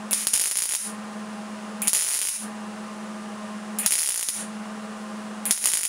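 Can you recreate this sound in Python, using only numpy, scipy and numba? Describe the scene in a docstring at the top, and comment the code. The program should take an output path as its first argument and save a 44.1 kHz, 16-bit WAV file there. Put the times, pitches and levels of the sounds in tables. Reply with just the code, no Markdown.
"""Four MIG tack welds on thin rusty sheet steel, a step from a small camera. Two cooling fans hum throughout.
At each trigger pull a valve ticks, shielding gas puffs out and wire rasps through the torch. The wire strikes
with a bang, then shorts and bursts in a run of pops while the arc fizzes. Near surfaces and the workshop echo
every pop, the sheet rings and the camera's gain control ducks the hum. Then the arc dies, the gas bleeds away
and the hum is heard alone."""
import sys
import numpy as np
from scipy import signal
from scipy.fft import rfft, irfft
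from scipy.io import wavfile
from scipy.ndimage import uniform_filter1d
from numba import njit

SR = 44100
rng = np.random.default_rng(int(sys.argv[2]) if len(sys.argv) > 2 else 0)


def dump_mix(stems):
    """Bounce the given channels to the path in sys.argv[1] as a 16-bit WAV at rate SR."""
    frames = np.atleast_2d(stems).T  # one column per channel
    limited = np.clip(frames, -1, 1)  # hard clip at full scale
    pcm = np.round(limited * 32767).astype(np.int16)
    wavfile.write(sys.argv[1], SR, pcm)


N = 259308
T = np.arange(N) / SR

# Levels are relative: each source adds its own gain, and spectra give only a shape. blade tones of two fans:
# f/Hz, level/dB
BLADE_TONES = [(212.9, -36), (195.8, -50.5), (642, -50.5)]
# resonances of the fan housing: f/Hz, bandwidth/Hz, level/dB
HOUSING_MODES = [(117, 2.6, -67), (206, 57, -51.5), (356.5, 2.8, -58), (441.6, 20, -55.5), (530, 50, -56),
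                 (630.4, 6.8, -55.5), (736, 19, -57), (815, 31, -51), (989, 39, -56.5), (1055, 25, -51.5),
                 (1138, 35, -60.5), (1200, 16, -54), (1834, 31, -60), (2794, 140, -61.5)]
# spectra of the fan's air, the valve tick, the gas spurt and the steady jet: f/Hz, level/dB
AIR_SPECTRUM = [(25, -1), (90, -9), (150, -3), (230, 8), (280, 0.5), (420, 6), (700, 3), (1200, 6.5),
                (1700, 2.5), (2200, -3), (2900, -4.5), (3800, -8.5), (7000, -10), (10000, -10.5),
                (12500, -26), (16000, -30)]
VALVE_SPECTRUM = [(200, -25), (3000, -9), (6000, -10), (9000, 0), (11000, 0), (15500, -4)]
SPURT_SPECTRUM = [(200, -42), (1400, -69), (2700, -21), (4000, -17), (6000, -26), (7200, -5), (7800, -17),
                  (9000, 0), (10500, 6), (11400, -10), (12400, 0), (15500, -19.5)]
JET_SPECTRUM = [(200, -7.5), (1400, -1.5), (2300, -5), (3600, -5), (5500, -7.5), (7000, 0.5), (7800, -3.5),
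                (9000, 5.5), (10200, 4), (11200, -15), (12600, -29), (15500, -29)]
# gas flow at each trigger pull: on t/s, off t/s, level/dB
GAS_FLOWS = [(0.11, 0.835, -28.5), (1.8192, 2.385, -30.5), (3.787, 4.39, -28), (5.4547, 6.002, -28.5)]
# reflections from near surfaces: delay t/s, level/dB
ECHO_PATHS = [(.00475, -2.5), (.0138, -13), (.0151, -16)]
# modes of the thin sheet: f/Hz, level/dB, 60 dB decay t/s
SHEET_MODES = [(1055, -73, .4), (1300, -71, .3), (2030, -75, .3)]
# the arc burns: start t/s, end t/s, fizz level/dB
ARC_BURNS = [(.135, .2, -27), (.28, .335, -22), (.335, .53, -10.5), (.53, .765, -11.5), (1.935, 2.07, -10),
             (2.07, 2.3, -6.5), (3.90, 4.12, -11), (4.12, 4.25, -12.5), (4.29, 4.33, -21),
             (5.515, 5.56, -16), (5.56, 5.64, -23), (5.64, 5.95, -12)]
# runs of light dips of wire into the pool: first t/s, last t/s, rate/Hz, timing spread/cycles, level/dB
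WIRE_DIPS = [(.145, .25, 300, .3, -25), (.484, .521, 55, .1, -1), (1.9576, 2.075, 120, .18, 0),
             (2.081, 2.179, 145, .16, 1.5), (2.2059, 2.2937, 115, .15, 1), (5.535, 5.635, 300, .3, -24)]
# a large drop bursts and throws spatter: t/s, level/dB
DROP_BURSTS = [(.335, -4), (.354, 1), (.361, 6), (.3761, 3), (.3968, 10), (.414, 12), (.4395, 10),
               (.4578, 10), (.4717, 8), (.4792, 4), (.513, 10), (.5561, 4), (.5713, 10), (.5878, 9),
               (.6041, 3), (.6212, 12), (.6382, 6), (.6563, 7), (.6915, 3), (.7099, 1), (.7222, 5),
               (.7371, 7), (.7507, 9), (1.8738, -13), (1.9495, 5), (1.9717, 4), (2.0096, 4), (2.0222, 5),
               (2.088, 5), (2.1905, 7), (2.2161, 10), (2.252, 7), (2.2716, 8), (2.2874, 10), (3.9082, 0),
               (3.922, 11), (3.9386, 4), (3.9546, 8), (3.9814, 4), (3.9895, 9.5), (4.0063, 4), (4.0186, 6),
               (4.0316, 9), (4.0456, 2), (4.0606, 8), (4.0745, 8), (4.0897, 12), (4.1055, 7.5), (4.1215, 7),
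               (4.1434, 7), (4.1597, 6), (4.1769, 9), (4.1943, 7), (4.2109, 6), (4.2286, 11), (5.5771, -5),
               (5.6411, -4), (5.673, 7), (5.6869, 5), (5.7017, -1), (5.7178, 3), (5.7309, 2), (5.7361, 12),
               (5.7541, 6), (5.7723, 11), (5.7916, 3), (5.8106, 4), (5.8334, 9), (5.8525, 10)]
# the wire strikes and blows apart: t/s, level/dB, decay t/s, thump level/dB, thump upper f/Hz
WIRE_STRIKES = [(0.1312, -6, .0005, -8, 120), (0.2700, -2, .001, -10, 170), (0.3383, 10, .001, -4, 130),
                (1.8808, 3, .0005, -11, 280), (1.9322, 7, .0004, -9, 260), (3.8615, 8, .0012, -4, 550),
                (4.2872, 3, .0005, -11, 350), (5.5092, 10, .0012, -5, 1100), (5.6575, 9, .0008, -8, 750)]
# spectra of the echoes, the fizz, the pops and the bangs: f/Hz, level/dB
ECHO_SPECTRUM = [(60, -20), (1000, -14), (1900, -9), (2400, -13), (3000, -5), (3700, -7), (5000, -2),
                 (6800, -6), (7800, -7), (8500, 2), (10400, 6.5), (11300, 1), (12400, -7), (14400, -3),
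                 (15500, -11)]
FIZZ_SPECTRUM = [(100, -30), (400, -23), (1200, -13), (2000, -10.5), (3300, -13), (4300, -11.5),
                 (5000, -6.5), (6100, -5.5), (6900, -2.5), (7850, -11), (8800, 0), (9500, 3.5), (10500, 4),
                 (11200, -2), (12600, -12.5), (15500, -19)]
POP_SPECTRUM = [(60, -30), (200, -18), (500, -12), (1500, -10.5), (2000, -6.5), (3100, -7), (4300, -12.5),
                (5200, -10), (6400, -5), (6950, 1.5), (7750, -11), (9200, 0), (10400, 2), (11300, -6),
                (12600, -9), (13300, -16), (15500, -17)]
BANG_SPECTRUM = [(60, -26), (200, -18), (500, -13), (1250, -8.5), (2100, -11), (3300, -8), (4200, -11),
                 (6000, -5), (6900, 2.5), (7800, -9), (9000, -2), (10300, 2.5), (11300, -5), (12600, -10),
                 (15500, -20)]


def undb(db):
    """Amplitude ratio of a level: tenfold for every 20 dB."""
    return 10 ** (np.asarray(db) / 20)


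def unit(x):
    """Normalisation to an rms of 1."""
    return x / np.sqrt(np.mean(x ** 2))


def ring(x, response):
    """Convolution: the output of a linear system with this impulse response."""
    return signal.fftconvolve(x, response)[:N]


def colour(spectrum, size=4096):
    """Minimum-phase response of unit energy, found by folding the cepstrum of a spectral outline."""
    hz, db = np.transpose(spectrum)
    f = np.maximum(np.fft.rfftfreq(size, 1 / SR), 1)
    magnitude = undb(np.interp(np.log(f), np.log(hz), db))
    cepstrum = irfft(np.log(magnitude))
    cepstrum[1:size // 2] *= 2
    cepstrum[size // 2 + 1:] = 0
    response = irfft(np.exp(rfft(cepstrum)))
    return response / np.linalg.norm(response)


def hiss(spectrum):
    """White noise filtered to a spectral outline, rms 1."""
    return unit(ring(rng.standard_normal(N), colour(spectrum)))


def resonance(hz, width_hz):
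    """Noise under a Lorentzian resonance curve, rms 1."""
    f = np.fft.rfftfreq(N, 1 / SR)
    return unit(irfft(rfft(rng.standard_normal(N)) / (1 + ((f - hz) / width_hz * 2) ** 2), N))


def wander(rate_hz):
    """Random modulation: steps smoothed by two moving averages, rms 1."""
    span = int(SR / rate_hz)
    steps = np.repeat(rng.standard_normal(N // span + 1), span)
    return unit(uniform_filter1d(uniform_filter1d(steps, span), span)[:N])


def gate(on, off, rise_s, fall_s):
    """First-order envelope: exponential rise from on, exponential decay from off."""
    return (1 - np.exp(-np.maximum(T - on, 0) / rise_s)) * np.exp(-np.maximum(T - off, 0) / fall_s)


def add(track, s, sound):
    """Superposition of a sound on a track at time s."""
    start = int(s * SR)
    track[start:start + len(sound)] += sound[:max(N - start, 0)]


def burst(decay_s, spray, size=512):
    """Pressure impulse of unit energy; interference with a short random tail tints each one anew."""
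    pulse = rng.standard_normal(size) * np.exp(-np.arange(size) / SR / decay_s)
    pulse *= spray / np.linalg.norm(pulse)
    pulse[0] = 1
    spectrum = rfft(pulse, 4 * size)
    tinted = irfft(spectrum / np.sqrt(np.abs(spectrum)))[:size]  # halves the ripple in dB
    return tinted / np.linalg.norm(tinted)


def fan(wobble=0.00299, throb_db=0.86, air_db=-41.5):
    """Blade tones of two fans beat, over housing resonances and the broadband noise of rushing air."""
    phase_per_hz = 2 * np.pi * np.cumsum(1 + wobble * wander(9.9)) / SR
    blades = sum(np.sqrt(2) * np.sin(hz * phase_per_hz) * undb(db + throb_db * wander(35))
                 for hz, db in BLADE_TONES)
    housing = sum(undb(db) * resonance(hz, width_hz) for hz, width_hz, db in HOUSING_MODES)
    return blades + housing + undb(air_db) * hiss(AIR_SPECTRUM)


def wire_feed(rasp_db=-40, chatter_db=2, afterflow_s=0.1):
    """Friction noise of wire sliding through the torch; it stops a little before the gas."""
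    running = sum(gate(on, off - afterflow_s, .002, .02) for on, off, _ in GAS_FLOWS)
    return running * undb(rasp_db + chatter_db * wander(170)) * resonance(hz=2400, width_hz=1100)


def gas(tick_db=31.5, spurt_db=8.5, sag_db=-9, sag_after_s=.135, sag_width_s=.035, flutter_db=0):
    """Jet noise: the valve ticks, stored pressure escapes, and flow sags until the regulator responds."""
    ticks, spurt, flow = np.zeros((3, N))
    for on, off, db in GAS_FLOWS:
        add(ticks, on, undb(db + tick_db) * burst(decay_s=.0012, spray=.72))
        spurt += undb(db + spurt_db) * gate(on, on, rise_s=.002, fall_s=.028)
        sag = sag_db * np.exp(-((T - on - sag_after_s) / sag_width_s) ** 2)
        flow += undb(db + sag) * gate(on, off, rise_s=.12, fall_s=.035)
    flutter = undb(flutter_db * wander(65))  # at 0 dB the jet is smooth
    jet = flutter * (spurt * hiss(SPURT_SPECTRUM) + flow * hiss(JET_SPECTRUM))
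    return jet + ring(ticks, colour(VALVE_SPECTRUM))


def workshop(near, radiated, t60_s=.19, build_s=.0069, tail_db=3, size=32768):
    """Reverberation: a diffuse field builds up behind the near sound and decays exponentially."""
    t = np.arange(size) / SR
    tail = rng.standard_normal(size) * (1 - np.exp(-t / build_s)) * np.exp(-np.log(1000) * t / t60_s)
    return near + undb(tail_db) * ring(radiated, tail / np.linalg.norm(tail))


def reflections(blasts, jitter_s=.00004):
    """Early reflections of each blast (t/s, level/dB); they vary, as no two blasts fly apart alike."""
    echoes = np.zeros(N)
    for s, db in blasts:
        for delay_s, echo_db in ECHO_PATHS:
            arrival = s + delay_s + jitter_s * rng.standard_normal()
            add(echoes, arrival, undb(db + echo_db) * burst(decay_s=.0007, spray=.8))
    return ring(echoes, colour(ECHO_SPECTRUM))


def sheet(impulses, sing_from_s=4.12, sing_to_s=4.27, sing_db=-36.5, size=32768):
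    """Damped modes of the steel ring at every blast; the lowest sings briefly late in the third tack."""
    t = np.arange(size) / SR
    modes = sum(undb(db) * np.sin(2 * np.pi * hz * t) * np.exp(-np.log(1000) * t / t60_s)
                for hz, db, t60_s in SHEET_MODES)
    singing = undb(sing_db + 2 * wander(40)) * gate(sing_from_s, sing_to_s, .03, .045)
    lowest_mode = np.sqrt(2) * np.sin(2 * np.pi * SHEET_MODES[0][0] * T)
    return ring(impulses, modes) + singing * lowest_mode


def arc_fizz(grain_db=5):
    """Amplitude-modulated noise of the burning arc: fast flutter makes it grainy."""
    burning = sum(undb(db) * gate(on, off, rise_s=.0044, fall_s=.018) for on, off, db in ARC_BURNS)
    return burning * unit(rng.standard_normal(N) * undb(grain_db * wander(1500)))


def thump(top_hz, low_hz=60, size=2048):
    """Air displaced by bursting metal: a low, band-limited pressure pulse."""
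    band = signal.butter(1, [low_hz, top_hz], "band", fs=SR)
    return signal.lfilter(*band, signal.unit_impulse(size))


def short_circuits(scatter_db=1.8, refill_s=.006):
    """Quasi-periodic shorts of the wire as (t/s, level/dB); a large drop replaces the dips next to it."""
    dips = []
    for first, last, rate_hz, unevenness, db in WIRE_DIPS:
        chance = rng.standard_normal((64, 2))
        beats = np.linspace(first, last, round((last - first) * rate_hz) + 1)
        dips += [(s + late * unevenness / rate_hz, db + size * scatter_db)
                 for s, (late, size) in zip(beats, chance)]
    clear_dips = [(s, db) for s, db in dips if all(abs(s - drop) > refill_s for drop, _ in DROP_BURSTS)]
    return list(DROP_BURSTS) + clear_dips


def weld(bang_db=24, pop_db=23.5, pop_thump_db=-28, bang_room_db=-5.5, pop_room_db=-5):
    """Exploding bridges of molten wire radiate impulses; returns the near sound and the room's share."""
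    bangs, thumps, pops, impulses = np.zeros((4, N))
    shorts = short_circuits()
    blasts = []
    for s, db, decay_s, thump_db, top_hz in WIRE_STRIKES:
        level = db + bang_db
        add(bangs, s, undb(level) * burst(decay_s, spray=1.5))
        add(thumps, s, undb(level + thump_db) * thump(top_hz))
        add(impulses, s, undb([level + bang_room_db]))
        blasts.append((s, level))
    for s, db in shorts:
        level = db + pop_db
        add(pops, s, undb(level) * burst(decay_s=.0005, spray=.55))
        # the thump grows twice as fast in dB as the pop, so only the largest drops thump
        add(thumps, s, undb(level + pop_thump_db + db) * thump(top_hz=300))
        add(impulses, s, undb([level + pop_room_db]))
        blasts.append((s, level))
    echoes = reflections(blasts)
    fizz = arc_fizz()
    bright = colour(FIZZ_SPECTRUM)
    cracks = ring(bangs, colour(BANG_SPECTRUM)) + ring(pops, colour(POP_SPECTRUM))
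    near = cracks + thumps + echoes + ring(fizz, bright) + sheet(impulses)
    radiated = ring(impulses + fizz, bright)  # mostly the treble scatters round the room
    return near, radiated


def scene():
    """Superposition of the weld in its room, the gas jet, the wire feed and the fan."""
    return (workshop(*weld()) + gas() + wire_feed() + fan())[None]


@njit
def follow(magnitude, attack, release, hold):
    """Peak detection: the envelope rises fast, holds, then decays exponentially."""
    envelope, peak, wait = np.empty(len(magnitude)), 0., 0.
    for i in range(len(magnitude)):
        if magnitude[i] > peak:
            peak += (magnitude[i] - peak) * attack
            wait = hold
        elif wait > 0:
            wait -= 1
        else:
            peak *= 1 - release
        envelope[i] = peak
    return envelope


def gain_control(x, threshold_db=-21, slope=.87, attack_s=.0055, hold_s=.014, release_s=.027):
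    """Compression: the gain falls by a share (slope) of the envelope's excess in dB over the threshold."""
    peak = follow(np.abs(x), 1 / (attack_s * SR), 1 / (release_s * SR), hold_s * SR)
    return x * np.maximum(peak / undb(threshold_db), 1) ** -slope


def record(dry, notch_hz=11800, notch_width_hz=1100, ceiling=.5, low_hz=83, top_hz=15650):
    """The camera: antiresonance of the microphone port, compression, soft saturation and band limiting."""
    x = signal.lfilter(*signal.iirnotch(notch_hz, notch_hz / notch_width_hz, fs=SR), dry[0])
    x = ceiling * np.tanh(gain_control(x) / ceiling)
    x = signal.lfilter(*signal.butter(1, low_hz, "high", fs=SR), x)
    top_cut = signal.ellip(10, .2, 80, top_hz, fs=SR, output="sos")
    return signal.sosfilt(top_cut, x)[None]


dry = scene()
out = record(dry)
dump_mix(out)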